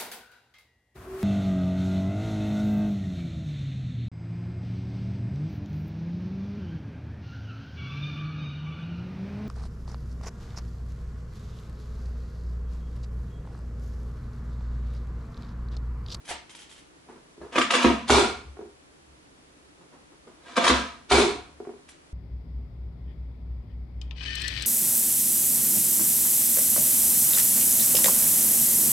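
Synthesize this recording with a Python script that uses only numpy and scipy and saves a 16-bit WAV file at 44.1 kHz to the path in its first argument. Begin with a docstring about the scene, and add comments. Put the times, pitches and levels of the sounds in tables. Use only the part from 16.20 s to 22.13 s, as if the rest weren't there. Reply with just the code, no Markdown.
"""Dicing leek in a press-down dicer

In a quiet, fairly live kitchen a knife slices leek: random fibre cracks ring a blade and scrape over wood.
Then, twice, a plastic lid crushes leek in bursts of cracks and is shoved home with a rattling clack;
contact pulses ring the lid and box as resonances and boom through the feet and the wooden board.
Hands bump the dicer in between. Decaying noise makes the room, and soft coloured noise the hush."""
import sys
import numpy as np
from scipy import signal
from scipy.fft import rfft, irfft
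from scipy.io import wavfile
from scipy.ndimage import uniform_filter1d

SR = 44100
rng = np.random.default_rng(int(sys.argv[2]) if len(sys.argv) > 2 else 0)


def store_pcm(level_fs):
    """Save levels as 16-bit WAV."""
    pcm = np.round(np.clip(level_fs, -1, 1) * 32767).astype(np.int16)
    wavfile.write(sys.argv[1], SR, np.atleast_2d(pcm).T)


N = 261513  # samples

# Resonances of plastic lid, hollow box, flat slap, board, blade and rubber feet.
# Each row: frequency in Hz, width in Hz, gain in dB.
LID_MODES = [(228.7, 2.7, 12.5), (257.4, 9.9, 18), (336, 17.3, 14), (495.3, 20.5, -4.5), (694, 10.2, 14),
             (983, 79, 11), (1163, 33, 6.5), (1270, 6.7, 11), (1590, 16, 10), (1796, 37, -5.5),
             (2313, 91, -0.5), (2750, 66, -4), (3430, 46, -4)]
BOX_MODES = [(244, 14.4, 9.5), (283, 3.4, -2), (350.2, 13.3, 14.5), (401.2, 8.5, 21.5), (430, 6.3, -2),
             (578, 2.2, -3.5), (720, 27, 5.5), (955, 16, 3), (1090, 40, -8), (1400, 13, 6),
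             (2280, 186, 4.5), (3500, 86, -1.5)]
SLAP_MODES = [(940, 570, 2.6)]
BOARD_MODES = [(65, 18, 7), (74, 0.52, -3)]
BLADE_MODES = [(920, 92, 5), (2130, 100, -13), (3150, 340, -3.5)]
FEET_MODES = [(36.7, 41, -25), (113, 10.6, 0.5)]

# Noise colours of crunch, rattle, slice, scrape, tap and room hush.
# Each row: frequency in Hz, relative spectral level in dB.
CRUNCH_SPECTRUM = [(60, -22), (150, -38.5), (240, -1.5), (350, -7), (480, 6.5), (820, -3.5), (1150, 0.5),
                   (1800, -1.5), (2700, -5), (4000, -6), (5200, -8.5), (7000, -10), (10500, -16.5)]
RATTLE_SPECTRUM = [(60, -11.5), (150, -12.5), (260, -4.5), (400, -5.5), (600, -4), (1000, -2), (1450, -4),
                   (1900, -11.5), (2400, -10), (4200, -7), (5500, -13), (8500, -15.5), (11000, -23.5)]
SLICE_SPECTRUM = [(60, -6), (250, -4), (520, -2), (680, 2.5), (1000, -5.5), (1400, -1.5), (2100, -0.5),
                  (3400, -4), (5000, -6), (10500, -9.5)]
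SCRAPE_SPECTRUM = [(300, -12), (1200, -6.5), (2000, -0.5), (2500, -1), (3200, -0.5), (4200, -4.5),
                   (6000, -4.5), (10500, -9)]
TAP_SPECTRUM = [(60, -20), (200, -0.5), (400, 2.5), (650, -4.5), (1100, -5), (1600, -12.5), (2600, -23.5),
                (5000, -28.5), (10500, -35)]
HUSH_SPECTRUM = [(15, -46), (25, -10.5), (75, -2), (99, -14.5), (138, -3), (218, -8), (288, -1),
                 (505, -9.5), (668, -12), (721, -12.5), (819, -13.5), (11000, -27.5), (14300, -59),
                 (22000, -120)]

# Decay of the kitchen. Each row: frequency in Hz, time to fall by 60 dB in seconds.
ROOM_DECAY = [(100, 1), (190, 0.47), (380, 0.17), (1000, 0.42), (3000, 0.4052), (7000, 0.31), (11000, 0.06)]
# Reverberation colour. Each row: frequency in Hz, relative level in dB.
ROOM_LEVEL = [(80, -1), (250, -4.5), (420, -3), (800, -3.5), (4000, 0), (10000, 0.5)]
# Stereo width. Each row: frequency in Hz, gain of the side signal in dB.
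STEREO_WIDTH = [(60, -13.5), (150, -13.5), (300, -8.5), (1000, -2), (3000, -3.5), (8000, -3.5)]

# All event levels below are relative: sources, filters and room add their own gain.
# Blade scraping over the board. Each row: start in seconds, level in dB, hold in seconds.
BLADE_SCRAPES = [(0.296, -45, 0.001), (.345, -45, 0.0016), (0.382, -50.5, 0.041), (0.491, -52, 0.031),
                 (0.554, -57, 0.038)]
# Single leek fibres parting under the knife or the fingers. Each row: time in seconds, level in dB.
FIBRE_POPS = [(.053, -48), (5.689, -44.5)]
# Knife and leek set down, leek settling on the grid. Each row: time in seconds, level in dB.
SOFT_TAPS = [(0.891, -46.5), (0.961, -52.5), (1.217, -44.5), (1.250, -49), (3.612, -55.5), (3.73, -51),
             (3.921, -57.5), (4.075, -49.5)]
# Thumps on the board: hands leaning on it or letting go, and at 2.252 s the dicer # still rocking after the
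# first slam. Each row: time in seconds, level in dB.
BOARD_THUMPS = [(0.096, -39.5), (1.194, -41), (1.364, -36.5), (2.252, -30), (2.878, -43.5), (4.433, -38),
                (5.258, -48)]
# Hands bumping the container. Each row: time in seconds, level in dB, contact speed in Hz.
HAND_BUMPS = [(1.179, -34, 121), (1.215, -32, 400), (1.353, -32, 500), (5.402, -29, 342)]
# Lid squeezing the leek, a steady crackle.
# Each row: time in seconds, level in dB, swell in seconds, hold in seconds.
LEEK_SQUEEZES = [(1.326, -42, 0.0057, .03), (1.517, -31, 0.016, 0.14), (4.279, -49, 0.033, 0.047),
                 (4.411, -30.5, .008, 0.14)]
# Leek layers bursting under the lid. Each row: time in seconds, level in dB, treble tilt in dB.
LEEK_SNAPS = [(1.360, -20, -5.5), (1.382, -14.5, -5.5), (1.415, -20.5, 4.5), (1.507, -20, 19),
              (1.539, -18, 5.5), (1.551, -17.5, 6.5), (1.628, -22, 19), (4.367, -20, 13), (4.378, -15, -27),
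              (4.445, -15, 8), (4.468, -16.5, 4), (4.48, -14.5, 15), (4.500, -15.5, -6)]
# Pitch of each piece's crackle.
# Each row: start in seconds, end in seconds, pitch in Hz, width in Hz, gain in dB.
PIECE_PITCHES = [(1.2, 1.85, 2700, 900, 0), (4.2, 4.846, 3650, 1000, -6.5)]
# Lid bottoming on crushed leek.
# Each row: time in seconds, knock level in dB, crush level in dB, thump level in dB.
LID_BOTTOMINGS = [(1.646, -5.5, -19.5, -18), (4.497, -13.5, -21, -17)]
# Lid shoved home, slapping flat onto the grid.
# Each row: time in seconds, slap level in dB, lead of the teeth in seconds.
LID_SLAMS = [(1.8975, 0, 0.013), (4.9126, -.5, 0.0093)]
# Lid swung open against its stop. Each row: time in seconds, level in dB.
LID_OPENINGS = [(2.391, -28.5), (5.472, -27.5)]
# Two bounces after each opening.
# Each row: delay in seconds, level in dB against the opening, contact speed in Hz.
LID_BOUNCES = [(.021, -6, 600), (0.066, -10, 271)]

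# Room and listening position
EARLY_T60_S, EARLY_DB, TAIL_DB, DIRECT_DB = 0.03, -2.5, -1, 0.5
SHIELD_HZ, SKIN_HZ = 4860, 1820
BOOM_ROOM_DB = -11
HUSH_DB = -58

# Knife cut and the blade's dull landing
CUT_AT_S, CUT_DB, CUT_SWELL_S, CUT_FADE_S = 0.094, -35, 0.011, 0.018
LANDING_AFTER_S, LANDING_DB, LANDING_TREBLE_DB = 0.018, -35.5, -24
TREBLE_HZ = 1800  # split between the dull and bright part of a burst

# Crushing; each snap also jolts the lid, and juice dulls the top of the crackle
SQUEEZE_FADE_S, SQUEEZE_TREBLE_DB = 0.065, 1
SNAP_SWELL_S, SNAP_FADE_S = 0.0035, 0.0053
SNAP_KICK_DB, SNAP_KICK_HZ = -12.5, 503
WET_LEEK_HZ = 7540
STOP_HZ, STOP_BOUNCE_S, STOP_BOUNCE_DB = 320, 0.056, -7
STOP_CRUSH_FADE_S, STOP_TREBLE_DB = 0.016, -19

# Slam; levels are added to the slap level, treble excepted
SLAP_HZ = 1515
ENTRY_DB, ENTRY_TREBLE_DB = -29.5, 20
CLACK_AFTER_S, CLACK_DB, CLACK_FADE_S = 0.0055, -15.5, 0.0098
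RATTLE_AFTER_S, RATTLE_DB, RATTLE_TREBLE_DB = 0.026, -23.5, -4.5
RATTLE_HOLD_S, RATTLE_FADE_S = 0.055, 0.056
CHATTER_S, CHATTER_DB, CHATTER_GROWS_DB, CHATTER_HZ = 0.023, -17.5, 1.9, 410
REBOUND_S, REBOUND_DB, REBOUND_HZ = 0.168, -23.5, 327
THUMP_HZ = 70
SLAM_THUMP_AFTER_S, SLAM_THUMP_DB = 0.0073, -13.5
ROCK_S, ROCK_DB, ROCK_HZ = 0.113, -36.5, 60

# Lid opening; the hinge clicks first
OPEN_HZ = 252.6
HINGE_LEAD_S, HINGE_DB, HINGE_HZ = 0.021, -7, 1350


def from_db(db):
    """Turn decibels into an amplitude factor."""
    return 10 ** (np.asarray(db) / 20)


def rms_one(x):
    """Scale a signal to unit RMS."""
    return x / np.sqrt(np.mean(x ** 2) + 1e-20)


def at_hz(points, hz):
    """Read a spectrum on a log-frequency axis."""
    f, value = np.transpose(points)
    return np.interp(np.log(np.maximum(hz, 1)), np.log(f), value)


def butter(x, hz, kind, order=2):
    """Plain causal filter."""
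    sections = signal.butter(order, hz, kind, fs=SR, output="sos")
    return signal.sosfilt(sections, x + 1e-18)


def coloured(x, spectrum, size=4096):
    """Causal (minimum-phase) filter with the given spectrum; white input keeps its power."""
    levels = at_hz(spectrum, np.fft.rfftfreq(size, 1 / SR))
    cepstrum = irfft(np.log(from_db(levels)))
    # Folding the cepstrum forward makes the response minimum-phase.
    cepstrum[1:size // 2] *= 2
    cepstrum[size // 2 + 1:] = 0
    response = irfft(np.exp(rfft(cepstrum)))
    return signal.fftconvolve(x, response / np.linalg.norm(response))[:N]


def ring(x, modes):
    """Parallel damped resonances, each with its own gain on top."""
    out = np.zeros(N)
    for hz, width, db in modes:
        r = np.exp(-np.pi * width / SR)
        poles = [1, -2 * r * np.cos(2 * np.pi * hz / SR), r * r]
        gain = from_db(db) * (1 - r * r) / 2
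        out += gain * signal.lfilter([1, 0, -1], poles, x + 1e-18)
    return out


def pushes(rows):
    """One force pulse per contact: the slower the contact, the longer and duller."""
    out = np.zeros(N)
    for s, db, hz in rows:
        at = round(s * SR)
        age = 2 * np.pi * hz * np.arange(min(SR // 10, N - at)) / SR
        out[at:at + len(age)] += from_db(db) * age * np.exp(1 - age)
    return out


def burst(s, db, swell_s, fade_s, hold_s=0, treble_db=0):
    """Power over time of one burst (swell, hold, fade), and its treble gain."""
    age = np.arange(N) / SR - s
    slope = np.minimum(age / swell_s, (hold_s - age) / fade_s)
    power = from_db(db) ** 2 * np.exp(2 * np.clip(slope, -20, 0))
    return power, from_db(treble_db)


def cracks(bursts, colour, per_s, spread_db):
    """Tiny random fractures, released in bursts that each have their own brightness."""
    sizes = from_db(spread_db * np.minimum(rng.exponential(1, N), 4))
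    sizes = sizes * rng.choice([-1, 1], N)
    clicks = sizes * (rng.random(N) < per_s / SR)
    # The hand feeds in energy steadily.
    clicks /= np.sqrt(np.abs(uniform_filter1d(clicks ** 2, size=600)) + 1e-4)
    grains = coloured(clicks, colour)
    dull = butter(grains, TREBLE_HZ, "low", order=1)
    bright = grains - dull
    bright_share = np.clip(np.var(bright) / np.var(grains), 0, 1)
    dull_power, bright_power = np.zeros(N), np.zeros(N)
    for power, treble in bursts:
        # Brightness tilts a burst while its total power is evened out.
        evened = power / (1 - bright_share + bright_share * treble ** 2)
        dull_power += evened
        bright_power += evened * treble ** 2
    return np.sqrt(dull_power) * dull + np.sqrt(bright_power) * bright


def spread(mid, side):
    """Two close microphones: alike in the bass, unrelated in the treble."""
    width = from_db(at_hz(STEREO_WIDTH, np.fft.rfftfreq(len(side), 1 / SR)))
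    side = irfft(rfft(side) * width, len(side))
    return np.array([mid + side, mid - side])


def echoes():
    """Quick reflections off board and counter, then a tail that decays at its own rate in each band."""
    t, hz = np.arange(SR) / SR, np.fft.rfftfreq(SR, 1 / SR)
    scatter = rfft(spread(rng.standard_normal(SR), rng.standard_normal(SR)))
    edges = np.geomspace(40, 13000, num=18)
    response = np.zeros((2, SR))
    for low, high in zip(edges, edges[1:]):
        centre = np.sqrt(low * high)
        band = irfft(scatter * ((hz >= low) & (hz < high)), SR)
        early = (EARLY_T60_S, EARLY_DB, 0.002)
        tail = (at_hz(ROOM_DECAY, centre), TAIL_DB, 0.012)
        for t60, db, delay in [early, tail]:
            onset = 1 - np.exp(-(t / delay) ** 2)
            part = band * from_db(-60 * t / t60) * onset
            energy = np.sum(part.mean(axis=0) ** 2) * SR / (2 * (high - low))
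            response += part / np.sqrt(energy) * from_db(db + at_hz(ROOM_LEVEL, centre))
    return response


def in_room(x):
    """Convolve a source with a fresh set of stereo room echoes."""
    return signal.fftconvolve(x[None], echoes(), axes=1)[:, :N]


def kitchen(x, count=4):
    """Arm and lid shield the direct sound; a wandering contact point reaches the room by changing paths."""
    paths = np.array([butter(noise, 18.75, "low") for noise in rng.standard_normal((count, N))])
    paths /= np.sqrt(np.sum(paths ** 2, axis=0)) + 1e-12
    room = sum(in_room(x * path) for path in paths)
    direct = from_db(DIRECT_DB) * butter(x, SHIELD_HZ, "low", order=1)
    # The right microphone is a little farther away: one sample.
    return np.array([direct, np.roll(direct, 1)]) + room


def hush():
    """Steady low room noise with a little hiss, made of coloured random noise."""
    mid, side = (rms_one(coloured(noise, HUSH_SPECTRUM)) for noise in rng.standard_normal((2, N)))
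    return from_db(HUSH_DB) * spread(mid, from_db(6.0) * side)


def knife():
    """The blade tears through wet fibres, lands and scrapes over the wood, ringing faintly."""
    cut = burst(CUT_AT_S, CUT_DB, CUT_SWELL_S, CUT_FADE_S, treble_db=5)
    landing = burst(CUT_AT_S + LANDING_AFTER_S, LANDING_DB,
                    swell_s=0.006, fade_s=0.02, treble_db=LANDING_TREBLE_DB)
    ticks = [burst(s, db, swell_s=0.0032, fade_s=0.0052, treble_db=11) for s, db in FIBRE_POPS]
    scrapes = [burst(s, db, swell_s=0.0011, fade_s=0.017, hold_s=hold) for s, db, hold in BLADE_SCRAPES]
    slicing = cracks([cut, landing] + ticks, SLICE_SPECTRUM, per_s=1600, spread_db=3.0)
    scraping = cracks(scrapes, SCRAPE_SPECTRUM, per_s=2100, spread_db=8.0)
    force = from_db(1.0) * slicing + from_db(-1.5) * scraping
    return force + ring(force, BLADE_MODES)


def board(count=2):
    """The dicer rocks on rubber feet; the board passes thumps on as a swelling boom that lingers in the room."""
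    thumps = [(s, db, THUMP_HZ) for s, db in BOARD_THUMPS]
    thumps += [(s, db, THUMP_HZ) for s, _, _, db in LID_BOTTOMINGS]
    for s, db, _ in LID_SLAMS:
        landing = s + SLAM_THUMP_AFTER_S
        thumps.append((landing, db + SLAM_THUMP_DB, THUMP_HZ))
        thumps += [(landing + ROCK_S * (k + 1), db + ROCK_DB, ROCK_HZ) for k in range(count)]
    force = pushes(thumps)
    # Two resonators in a row make the boom swell.
    passed_on = ring(force, [(69.2, 7.5, 5.65)])
    boom = ring(force, FEET_MODES) + ring(passed_on, BOARD_MODES)
    return boom + from_db(BOOM_ROOM_DB) * in_room(boom)


def taps():
    """Light things put down touch at many points and give a soft, dull patter."""
    bursts = [burst(s, db, swell_s=0.0062, fade_s=0.031) for s, db in SOFT_TAPS]
    return cracks(bursts, TAP_SPECTRUM, per_s=1400, spread_db=0.0)


def box_knocks(count=4):
    """Contacts on the container: hand bumps, uneven chatter and a rebound after a slam, the lid swinging open."""
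    knocks = list(HAND_BUMPS)
    all_slips = rng.normal(0, 0.062, (len(LID_SLAMS), count))  # in chatter intervals
    for (s, db, _), slips in zip(LID_SLAMS, all_slips):
        # The lid knocks on the rim as the hand bears down, then springs back.
        for k, slip in enumerate(slips):
            level = db + CHATTER_DB + CHATTER_GROWS_DB * k
            knocks.append((s + CHATTER_S * (k + 1 + slip), level, CHATTER_HZ))
        knocks.append((s + REBOUND_S, db + REBOUND_DB, REBOUND_HZ))
    for s, db in LID_OPENINGS:
        knocks.append((s - HINGE_LEAD_S, db + HINGE_DB, HINGE_HZ))
        knocks.append((s, db, OPEN_HZ))
        knocks += [(s + delay, db + bounce_db, hz) for delay, bounce_db, hz in LID_BOUNCES]
    return pushes(knocks)


def teeth():
    """At each slam the lid's teeth enter the blade grid, clack home and rattle on."""
    bursts = []
    for s, db, lead in LID_SLAMS:
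        entry = burst(s - lead, db + ENTRY_DB, swell_s=0.0043, fade_s=0.012, treble_db=ENTRY_TREBLE_DB)
        clack = burst(s + CLACK_AFTER_S, db + CLACK_DB, swell_s=0.0029, fade_s=CLACK_FADE_S, treble_db=-1.5)
        rattle = burst(s + RATTLE_AFTER_S, db + RATTLE_DB, swell_s=0.011, fade_s=RATTLE_FADE_S,
                       hold_s=RATTLE_HOLD_S, treble_db=RATTLE_TREBLE_DB)
        bursts += [entry, clack, rattle]
    return from_db(0.5) * cracks(bursts, RATTLE_SPECTRUM, per_s=2000, spread_db=2.0)


def box():
    """Rattling teeth and padded knocks set the hollow container ringing; the flat slap adds a short bark."""
    knocks = butter(box_knocks(), 320, "high", order=3)
    padded = butter(knocks, SKIN_HZ, "low", order=4)
    force = teeth() + from_db(1.5) * padded
    slaps = pushes([(s, db, SLAP_HZ) for s, db, _ in LID_SLAMS])
    return force + ring(force, BOX_MODES) + ring(slaps, SLAP_MODES)


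def lid():
    """Leek crackles and snaps against the lid until the lid bottoms and bounces; its plastic rings along."""
    bursts = [burst(s, db, swell, SQUEEZE_FADE_S, hold, SQUEEZE_TREBLE_DB)
              for s, db, swell, hold in LEEK_SQUEEZES]
    knocks = []
    for s, db, treble_db in LEEK_SNAPS:
        bursts.append(burst(s, db, SNAP_SWELL_S, SNAP_FADE_S, treble_db=treble_db))
        knocks.append((s, db + SNAP_KICK_DB, SNAP_KICK_HZ))
    for s, db, crush_db, _ in LID_BOTTOMINGS:
        bursts.append(burst(s, crush_db, swell_s=0.002, fade_s=STOP_CRUSH_FADE_S,
                            hold_s=0.0023, treble_db=STOP_TREBLE_DB))
        knocks.append((s, db, STOP_HZ))
        knocks.append((s + STOP_BOUNCE_S, db + STOP_BOUNCE_DB, STOP_HZ))
    crackle = cracks(bursts, CRUNCH_SPECTRUM, per_s=1700, spread_db=4.5)
    crackle = from_db(-2.5) * butter(crackle, WET_LEEK_HZ, "low", order=1)
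    t = np.arange(N) / SR
    force = crackle.copy()
    for start, end, *mode in PIECE_PITCHES:
        force += ring(crackle * (t > start) * (t < end), [mode])
    force += butter(butter(pushes(knocks), 250, "high", order=4), SKIN_HZ, "low")
    return force + ring(force, LID_MODES)


def scene():
    """The dicer stands in front of the microphones; the boom leans to the left."""
    dicing = kitchen(knife() + taps() + box() + lid()) * from_db([[-0.2], [0.2]])
    return hush() + dicing + board() * from_db([[1.1], [-1.1]])


def record(dry):
    """The highest peaks are rounded and the top is cut steeply."""
    rounded = 0.89 * np.tanh(dry / 0.91)
    steep_cut = signal.ellip(12, 0.2, 80, 11080, fs=SR, output="sos")  # low-pass edge in Hz
    return signal.sosfilt(steep_cut, rounded)


dry = scene()
out = record(dry)
store_pcm(out)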